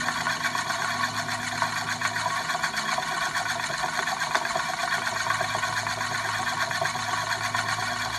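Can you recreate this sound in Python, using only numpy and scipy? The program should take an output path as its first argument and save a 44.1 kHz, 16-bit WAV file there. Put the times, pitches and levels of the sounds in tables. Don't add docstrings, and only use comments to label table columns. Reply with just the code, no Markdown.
import sys
import numpy as np
from scipy import signal
from scipy.fft import rfft, irfft
from scipy.io import wavfile

SR = 44100
rng = np.random.default_rng(int(sys.argv[2]) if len(sys.argv) > 2 else 0)


def wrap_up_sound(samples):
    columns = np.atleast_2d(samples).T
    tamed = np.clip(columns, -1, 1)
    steps = np.round(tamed * 32767).astype(np.int16)
    wavfile.write(sys.argv[1], SR, steps)


N = 360738
TIME = np.arange(N) / SR


# (pitch [Hz], width [Hz], relative level [dB per Hz], swell once a circle [dB],
# loudest at [turn], lobes round the circle [count], lobe depth [dB], lobe at [turn])
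MIRROR_MODES = [(665, 21, -74, -9, 1, 2, -7, 0.26), (685.2, 36.5, -55.5, -1.6, 0.45, 2, 3.3, 0.29),
                (746, 46, -59, 5, 0.69, 2, 5, 0.453), (869, 110, -72, 9.5, 0.7, 2, 4, 0.34),
                (951.5, 29, -56.5, 2, 0.66, 2, -2.5, 0.7), (990, 46, -58.5, 1.3, 0.53, 3, -2.7, 0.032),
                (1035, 63, -60, 1.7, 0.97, 3, -0.3, 0.32), (1109.7, 65, -53, 0.3, 0.72, 3, -1.1, 0.17),
                (1343, 144, -77, 13, 0.82, 2, 1, 0.19), (1483, 140, -59.5, 1.3, 0.62, 2, 2, 0.32),
                (1612, 81, -65.5, 6, 0.59, 2, 6, 0.17), (1760, 103, -61.5, 6, 0.57, 3, 5.5, 0.088),
                (1861, 81, -62, 3, 0.55, 2, 6, 0.071), (1973, 155, -72.5, 2, 0.77, 3, 7.5, 0.35),
                (2321, 225, -72.5, 6, 0.63, 2, 6.5, 0.37), (3028, 440, -79.5, 5.5, 0, 3, 4, 0.041),
                (3332, 122, -72.5, 9, 0.58, 2, 4.5, 0.29), (3590, 470, -77.5, 0.3, 0.24, 3, 4.7, 0.13),
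                (4076, 223, -71, 3, 0.88, 2, 1.3, 0.084), (4430, 383, -71, 3, 0.7, 3, 2.9, 0.2),
                (5410, 470, -81.5, 2, 0.72, 2, 6.5, 0.231), (5740, 260, -90.5, 3, 0.69, 2, 11, 0.109),
                (6510, 580, -75.5, 3.5, 0.75, 2, 1.0, 0.071), (7160, 400, -81.5, 2, 0.86, 2, 6, 0.011),
                (8260, 1700, -88.5, 5.5, 0.79, 3, 3.2, 0.31), (9710, 760, -87.5, 3, 0.0, 2, 2.0, 0.052),
                (11280, 460, -91, 4.5, 0.63, 2, 7, 0.308), (11960, 840, -100.5, 11.7, 0.61, 2, -0.1, 0.336),
                (13100, 430, -100.5, -7, 0.1, 2, 4, 0.105)]
RIPPLE_HZ = [760, 1235, 4430]
MODE_SCATTER_DB = 1.0
STRIKE_WIDTH = .75


def mirror(lap, circle, bumps, strikes):
    long_ripples, short_ripples, grit = rim_roughness(lap)
    grind_db = grind(lap, circle)
    drives = [
        long_ripples * from_db(0.13 * grind_db - 6.0),
        short_ripples * from_db(1.1 * grind_db - 1.5),
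        grit * from_db(0.18 * grind_db - 0.66),
    ]
    out = np.zeros(N)
    for k, (hz, width_hz, db, swell_db, swell_turn, lobes, lobe_db, lobe_turn) in enumerate(MIRROR_MODES):
        shares = [np.interp(np.log(hz), np.log(RIPPLE_HZ), row) for row in np.eye(len(drives))]
        force = bumps * sum(share * drive for share, drive in zip(shares, drives) if share)
        place_db = swell_db * np.cos(2 * np.pi * (circle - swell_turn))
        place_db += lobe_db * np.cos(2 * np.pi * lobes * (circle - lobe_turn))
        place_db += MODE_SCATTER_DB * np.interp(circle, np.arange(100), rng.standard_normal(100))
        rolling = (-1) ** k * resonate(force, hz, width_hz)
        struck = from_db(-1.28) * resonate(strikes, hz, STRIKE_WIDTH * width_hz, order=1)
        out += from_db(db + place_db) * (rolling + struck)
    return signal.sosfilt(signal.ellip(6, .5, 45, 626, "high", fs=SR, output="sos"), out)


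# (pitch [Hz], width [Hz], relative level [dB per Hz], loudest at [turn], rise [Hz per turn])
GLIDES = [(1533, 73, -61.5, 0.286, 870), (1705, 104, -52.5, 0.651, 670), (2025, 45, -67.5, 0.68, 260),
          (2195, 103, -64, 0.024, 480), (2468, 200, -67, 0.57, 180), (3475, 169, -64, 0.58, 180),
          (6870, 180, -88, 0.39, 1561)]


def glides(lap, circle, strikes):
    rolling = asperities(lap, repeat=0.47, spread_db=5.5) * rim_roughness(lap)[1]
    force = from_db(-3.5) * rolling + from_db(-1.0) * strikes
    out = np.zeros(N)
    for hz, width_hz, db, turn, rise_hz in GLIDES:
        past = (circle - turn + .5) % 1 - .5
        carrier = np.exp(2j * np.pi * np.cumsum(hz + rise_hz * past) / SR)
        r = np.exp(-np.pi * width_hz / SR)
        smoothed = signal.lfilter([(1 - r) ** 2], [1, -2 * r, r * r], force / carrier)
        ringing = 2 * np.real(carrier * smoothed)
        out += from_db(db) * np.cos(np.pi * past) ** 2 * ringing
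    return out * np.sqrt(SR / 2)


# (time [s], speed [laps per s])
LAP_RATE = [(0, 6.7657), (1.5, 6.8497), (3.5, 7.0008), (6.5, 7.117), (8.18, 7.2646)]
START_TURN = .2622
SWAY_TURNS, SWAY_CYCLE_S, SWAY_START_S = .0205, 6.416, 1.81
SWAY_LOAD_DB, SWAY_LOAD_TURN = 1.03, 0.28


def contact():
    even = START_TURN + np.cumsum(in_time(LAP_RATE)[0]) / SR
    side = (TIME - SWAY_START_S) / SWAY_CYCLE_S
    lap = even - SWAY_TURNS * (np.cos(2 * np.pi * (even - side)) - np.cos(2 * np.pi * side))
    load_db = SWAY_LOAD_DB * np.cos(2 * np.pi * (lap - side - SWAY_LOAD_TURN))
    return lap, load_db


# (time [s], speed [circles per s])
CIRCLE_RATE = [(0, 8.116), (8.18, 8.45956)]


def circling():
    return np.cumsum(in_time(CIRCLE_RATE)[0]) / SR


# (place [turn], long ripples [dB], short ripples [dB], grit [dB])
RIM = [(0.005, 5.5, 7.5, 4.5), (0.098, 0, -2, 3.5), (.19, 1.5, -1.5, 4.5), (.27, 1.5, 5.5, 6.5),
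       (.35, 0, 3, 7), (.44, 8, 2.5, 8.5), (.5, -6, -1.5, 5.5), (0.572, 8, -1.5, 4.5), (.61, 10, -4, 2.5),
       (.655, 11, -2, 6.5), (.71, 8, -8, 2), (.81, 2.5, -1, 3), (.9, 1.5, -8, 2.5), (.98, -2, -3.5, 3)]


def rim_roughness(lap):
    turn, *columns = np.transpose(RIM)
    return [from_db(np.interp(lap, turn, c, period=1)) for c in columns]


# (time [s], level [dB])
GRIND = [(0, -1), (5.9, -1), (7, 0), (8.18, 0)]
GRIND_SWELL_DB, GRIND_SWELL_TURN = 1.4, 0.88
GRIND_SCATTER_DB = 2.5


def grind(lap, circle):
    trend_db, = in_time(GRIND)
    chance = rng.standard_normal(int(lap[-1]) + 2)
    swell_db = GRIND_SWELL_DB * np.cos(2 * np.pi * (circle - lap - GRIND_SWELL_TURN))
    return trend_db + swell_db + GRIND_SCATTER_DB * np.interp(lap, np.arange(len(chance)), chance)


def asperities(lap, repeat, spread_db):
    size = SR // 7
    on_rim = rng.standard_normal(size)[(lap * size).astype(int) % size]
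    on_glass = rng.standard_normal(N)
    heights = from_db(spread_db * np.repeat(rng.standard_normal(N // 32 + 1), 32)[:N])
    return rms_one(heights * (np.sqrt(repeat) * on_rim + np.sqrt(1 - repeat) * on_glass))


# (time [s], level [dB])
NICK = [(0, 3), (2.3, 6.5), (3.3, 8.5), (4.2, 8.5), (5.3, 9.5), (6.3, 10), (8.18, 7.5)]


def nick(lap, circle, load_db):
    level_db = in_time(NICK)[0] + load_db
    hits = once_a_lap(lap, circle, 0, level_db, swell_db=2.0, swell_turn=0.25, scatter_db=1.0)
    return from_db(-2.0) * blows(hits, chatter_s=0.0011, chatter=0.44)


# (place [turn], tick level [dB], thump level [dB])
PITS = [(0.273, 0.5, 1.5), (.311, -0.5, -2.5), (.349, 4.5, -2.5), (.403, -1.5, 4.5), (.431, -17, 3.5),
        (.49, -10, -15), (.569, -12.5, 0), (.643, -5, 1), (.741, -5.5, -5)]
PIT_SCATTER_DB = 2.8


def pits(lap, load_db):
    ticks, thumps = 0, 0
    for turn, tick_db, thump_db in PITS:
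        at = crossings(lap, turn)
        db = load_db[at] + PIT_SCATTER_DB * rng.standard_normal(100)[:len(at)]
        force = blows(np.column_stack([TIME[at], db]), chatter_s=.0013, chatter=0.4)
        ticks = ticks + from_db(tick_db) * force
        thumps = thumps + from_db(thump_db) * force
    return ticks, thumps


# (time [s], level [dB])
FLAT_SPOT = [(0, 10), (1.2, 3), (2.3, 10), (5.1, 8.5), (8.18, 12)]
FLAT_TURN = .717


def flat_spot(lap, circle, load_db):
    level_db = in_time(FLAT_SPOT)[0] + load_db
    landings = once_a_lap(lap, circle, FLAT_TURN, level_db, swell_db=2.5, swell_turn=0.34, scatter_db=2.1)
    return from_db(0.5) * blows(landings, chatter_s=0.0047, chatter=1.35)


# (time [s], level on the glass [dB], level of the jolt [dB])
KNOCKS = [(0.085, 24, 4), (.206, 19, -8), (0.2689, 26, -13), (.458, 16, -10), (.551, 20.5, -12),
          (0.698, 16.5, -17), (.821, 21, -10), (.884, 15, -10), (1.008, 22, 0), (1.050, 11, -10),
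          (1.6197, 27.5, 6), (1.8886, 20, -14), (2.0507, 25.5, 7), (2.6376, 19, -14), (2.736, 16, -12),
          (2.785, 14, -6), (2.929, 21, -10), (3.122, 14, -8), (3.356, 8, -10), (3.859, 15, -12),
          (3.9908, 24.5, 13), (4.3475, 26, 0), (4.3535, 26, 20.5), (4.463, 14, -10), (4.507, 18, -10),
          (4.697, 9, -13), (4.735, 12, -10), (4.9815, 23, -9), (5.074, 20, -3), (5.160, 8, -10),
          (5.302, 26, 4), (5.4063, 17, -7), (5.644, 11, -8), (5.8665, 11, -6), (6.0072, 12, -12),
          (6.338, 19, -10), (6.624, 18.5, -8), (6.754, 12, -10), (6.850, 16, -10), (7.130, 14, -12),
          (7.546, 13, -7)]


def knocks():
    rows = np.array(KNOCKS)
    on_glass = from_db(-10.5) * blows(rows[:, [0, 1]], chatter_s=0.005, chatter=0.79)
    jolts = blows(rows[:, [0, 2]], chatter_s=0.007, chatter=1.1)
    return on_glass, jolts


def snags(lap, per_s, spread_db):
    roughness = rim_roughness(lap)[1]
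    caught = rng.random(N) < per_s * roughness ** 2 / SR
    heights = from_db(spread_db * np.clip(rng.standard_normal(N), -2, 2)) * rng.choice([-1, 1], N)
    return rms_one(caught * heights)


# (pitch [Hz], relative level [dB per Hz])
HISS = [(30, -98), (60, -83.5), (300, -80), (560, -115), (900, -78.5), (2000, -77), (2700, -91.5),
        (3600, -86), (5000, -86.5), (6500, -88), (10000, -94), (15000, -112)]


def hiss(lap):
    hz, db = np.transpose(HISS)
    colour = from_db(np.interp(np.log(np.fft.rfftfreq(N, 1 / SR) + 1), np.log(hz), db))
    noise = irfft(rfft(rng.standard_normal(N)) * colour, N) * np.sqrt(SR / 2)
    return noise * rim_roughness(lap)[-1]


# (delay [s], swing [s], longest at [turn], gain [factor])
SWEEPS = [(.000835, .000046, .528, .145), (.001042, .000055, .175, .047), (.001344, .00004, .934, .094)]


def sweep(x, circle):
    out = x
    for delay_s, swing_s, turn, gain in SWEEPS:
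        moving_s = delay_s + swing_s * np.cos(2 * np.pi * (circle - turn))
        out = out + gain * np.interp(TIME - moving_s, TIME, x)
    return out


def flutter(x, circle):
    delay_s = .0023 + .00013 * np.cos(2 * np.pi * circle)
    return x + .42 * np.interp(TIME - delay_s, TIME, thin(x, corner_hz=2300))


# (pitch [Hz], width [Hz], depth [dB])
VALLEYS = [(1180, 43, -3), (1264, 65, -1.5), (2725, 100, -2), (4700, 180, -10), (4930, 110, -2),
           (5235, 165, -13), (11000, 180, -8)]


def hollow(x):
    for hz, width_hz, db in VALLEYS:
        band = resonate(x, hz, width_hz, order=1) / np.sqrt(SR / 2)
        x = x - (1 - from_db(db)) * band
    return x


# (pitch [Hz], width [Hz], relative level [dB per Hz], swing once a lap [dB])
TABLE_MODES = [(89.5, 88, -89, 1), (142, 32, -62.5, 3), (183, 51, -67.5, 3.5), (273, 73, -72, 5),
               (341.4, 47, -69, 6), (375.8, 64, -68, 7), (445, 45, -75.5, 10.5), (485, 41, -77, 8.5)]


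def table(lap, circle, bumps, thumps, jolts):
    swing = np.cos(2 * np.pi * (lap - .84))
    rolling = bumps * from_db(0.45 * np.cos(2 * np.pi * (circle - .6)) - 5.0)
    struck = from_db(-2.0) * thumps + from_db(5.5) * thin(jolts, corner_hz=330)
    out = np.zeros(N)
    for hz, width_hz, db, swing_db in TABLE_MODES:
        force = rolling * from_db(swing_db * swing) + struck
        out += from_db(db) * resonate(force, hz, width_hz)
    return out


ROOM_T60_S, ROOM_DB = 0.24, -8.5


def room(x, circle):
    age = np.arange(SR // 2) / SR
    fade = from_db(-60 * age / ROOM_T60_S) * (1 - np.exp(-age / 0.00042))
    tails = rng.standard_normal((4, len(age))) * fade
    wet = 0
    for k, tail in enumerate(tails):
        facing = np.maximum(np.cos(2 * np.pi * (circle - k / len(tails))), 0)
        wet = wet + signal.fftconvolve(x * facing, tail / np.linalg.norm(tail))[:N]
    return x + from_db(ROOM_DB) * wet


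# (time [s], level of the 4th [dB], level of the 9th [dB], level of the 8th [dB])
SWELLS = [(0, -51.5, -42.5, -54), (0.8, -50, -50.5, -53), (1.0, -44.5, -42.5, -51), (1.8, -45.5, -47, -55),
          (2.25, -45, -53.5, -71), (2.45, -57, -54.5, -59), (2.85, -65, -51, -44.5), (3.25, -56, -62, -56),
          (3.5, -45, -53.5, -60), (3.9, -61, -52.5, -60), (4.75, -59, -58, -56), (5.35, -44, -53, -61),
          (7.0, -45, -49, -59), (7.45, -42.5, -57.5, -69), (7.8, -42, -48, -66), (8.18, -42.5, -61, -69)]
SWELLING_PARTIALS = [4, 9, 8]
DRONE_HZ = 27.1
# (pitch [Hz], level at the start [dB], level at the end [dB])
STEADY_TONES = [(54.7, -70, -57), (81.4, -68, -72), (153, -52, -59.5), (162.7, -48.5, -55),
                (241.9, -61, -53), (272.3, -53, -73), (322.3, -59.5, -65.5), (377, -61, -64)]


def drone():
    out = np.zeros(N)
    for k, db in zip(SWELLING_PARTIALS, in_time(SWELLS)):
        out += from_db(db) * wavering_tone(k * DRONE_HZ, width_hz=11.8, waver=0.18)
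    for hz, first_db, last_db in STEADY_TONES:
        out += from_db(np.linspace(first_db, last_db, N)) * wavering_tone(hz, width_hz=6, waver=.4)
    return out


def wavering_tone(hz, width_hz, waver):
    wander = rms_one(resonate(rng.standard_normal(N + SR), hz, width_hz)[SR:])
    return rms_one(np.sin(2 * np.pi * hz * TIME) + waver * wander)


def crossings(lap, turn):
    return np.flatnonzero(np.diff(np.floor(lap - turn)) > 0)


def once_a_lap(lap, circle, turn, level_db, swell_db, swell_turn, scatter_db):
    at = crossings(lap, turn)
    db = level_db[at] + swell_db * np.cos(2 * np.pi * (circle[at] - swell_turn))
    return np.column_stack([TIME[at], db + scatter_db * rng.standard_normal(len(at))])


def blows(rows, chatter_s, chatter):
    out, age = np.zeros(N + SR), np.arange(SR // 25) / SR
    for (s, db), noise in zip(rows, rng.standard_normal((len(rows), len(age)))):
        force = noise * np.exp(-age / chatter_s)
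        force *= chatter / np.linalg.norm(force)
        force[0] += 1
        at = max(round(s * SR), 0)
        out[at:at + len(age)] += from_db(db) * force / np.linalg.norm(force)
    return out[:N] * np.sqrt(.005 * SR)


def resonate(x, hz, width_hz, order=2):
    r = np.exp(-np.pi * width_hz / SR)
    gain = (1 - r * r) / 2
    stage = [gain, 0, -gain, 1, -2 * r * np.cos(2 * np.pi * hz / SR), r * r]
    return signal.sosfilt([stage] * order, x + 1e-18) * np.sqrt(SR / 2)


def soften(force, corner_hz):
    return signal.sosfilt(signal.butter(3, corner_hz, fs=SR, output="sos"), force + 1e-18)


def thin(force, corner_hz):
    return signal.sosfilt(signal.butter(3, corner_hz, "high", fs=SR, output="sos"), force + 1e-18)


def from_db(db):
    return 10 ** (np.asarray(db) / 20)


def rms_one(x):
    return x / np.sqrt(np.mean(x ** 2) + 1e-20)


def in_time(rows):
    s, *columns = np.transpose(rows)
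    return [np.interp(TIME, s, c) for c in columns]


def scene():
    lap, load_db = contact()
    circle = circling()
    bumps = from_db(load_db) * asperities(lap, repeat=0.31, spread_db=3.5)
    pit_ticks, pit_thumps = pits(lap, load_db)
    knock_ticks, jolts = knocks()
    ticks = pit_ticks + nick(lap, circle, load_db) + knock_ticks
    grains = from_db(-7.5) * snags(lap, per_s=110, spread_db=2.0)
    thumps = flat_spot(lap, circle, load_db)
    strikes = thin(soften(ticks + grains, corner_hz=1660), corner_hz=782)
    strikes += soften(thumps + pit_thumps, corner_hz=880)
    strikes += from_db(-9.0) * soften(thin(jolts, corner_hz=2930), corner_hz=6040)
    plate = mirror(lap, circle, bumps, strikes)
    plate += glides(lap, circle, strikes)
    plate += from_db(load_db) * hiss(lap)
    echoed = flutter(sweep(plate, circle), circle)
    disc = hollow(room(echoed, circle))
    mix = from_db(-2.0) * disc + table(lap, circle, bumps, thumps, jolts) + drone()
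    return mix[None]


def record(dry):
    return signal.sosfilt(signal.ellip(10, .2, 80, 15300, fs=SR, output="sos"), dry)


dry = scene()
out = record(dry)
wrap_up_sound(out)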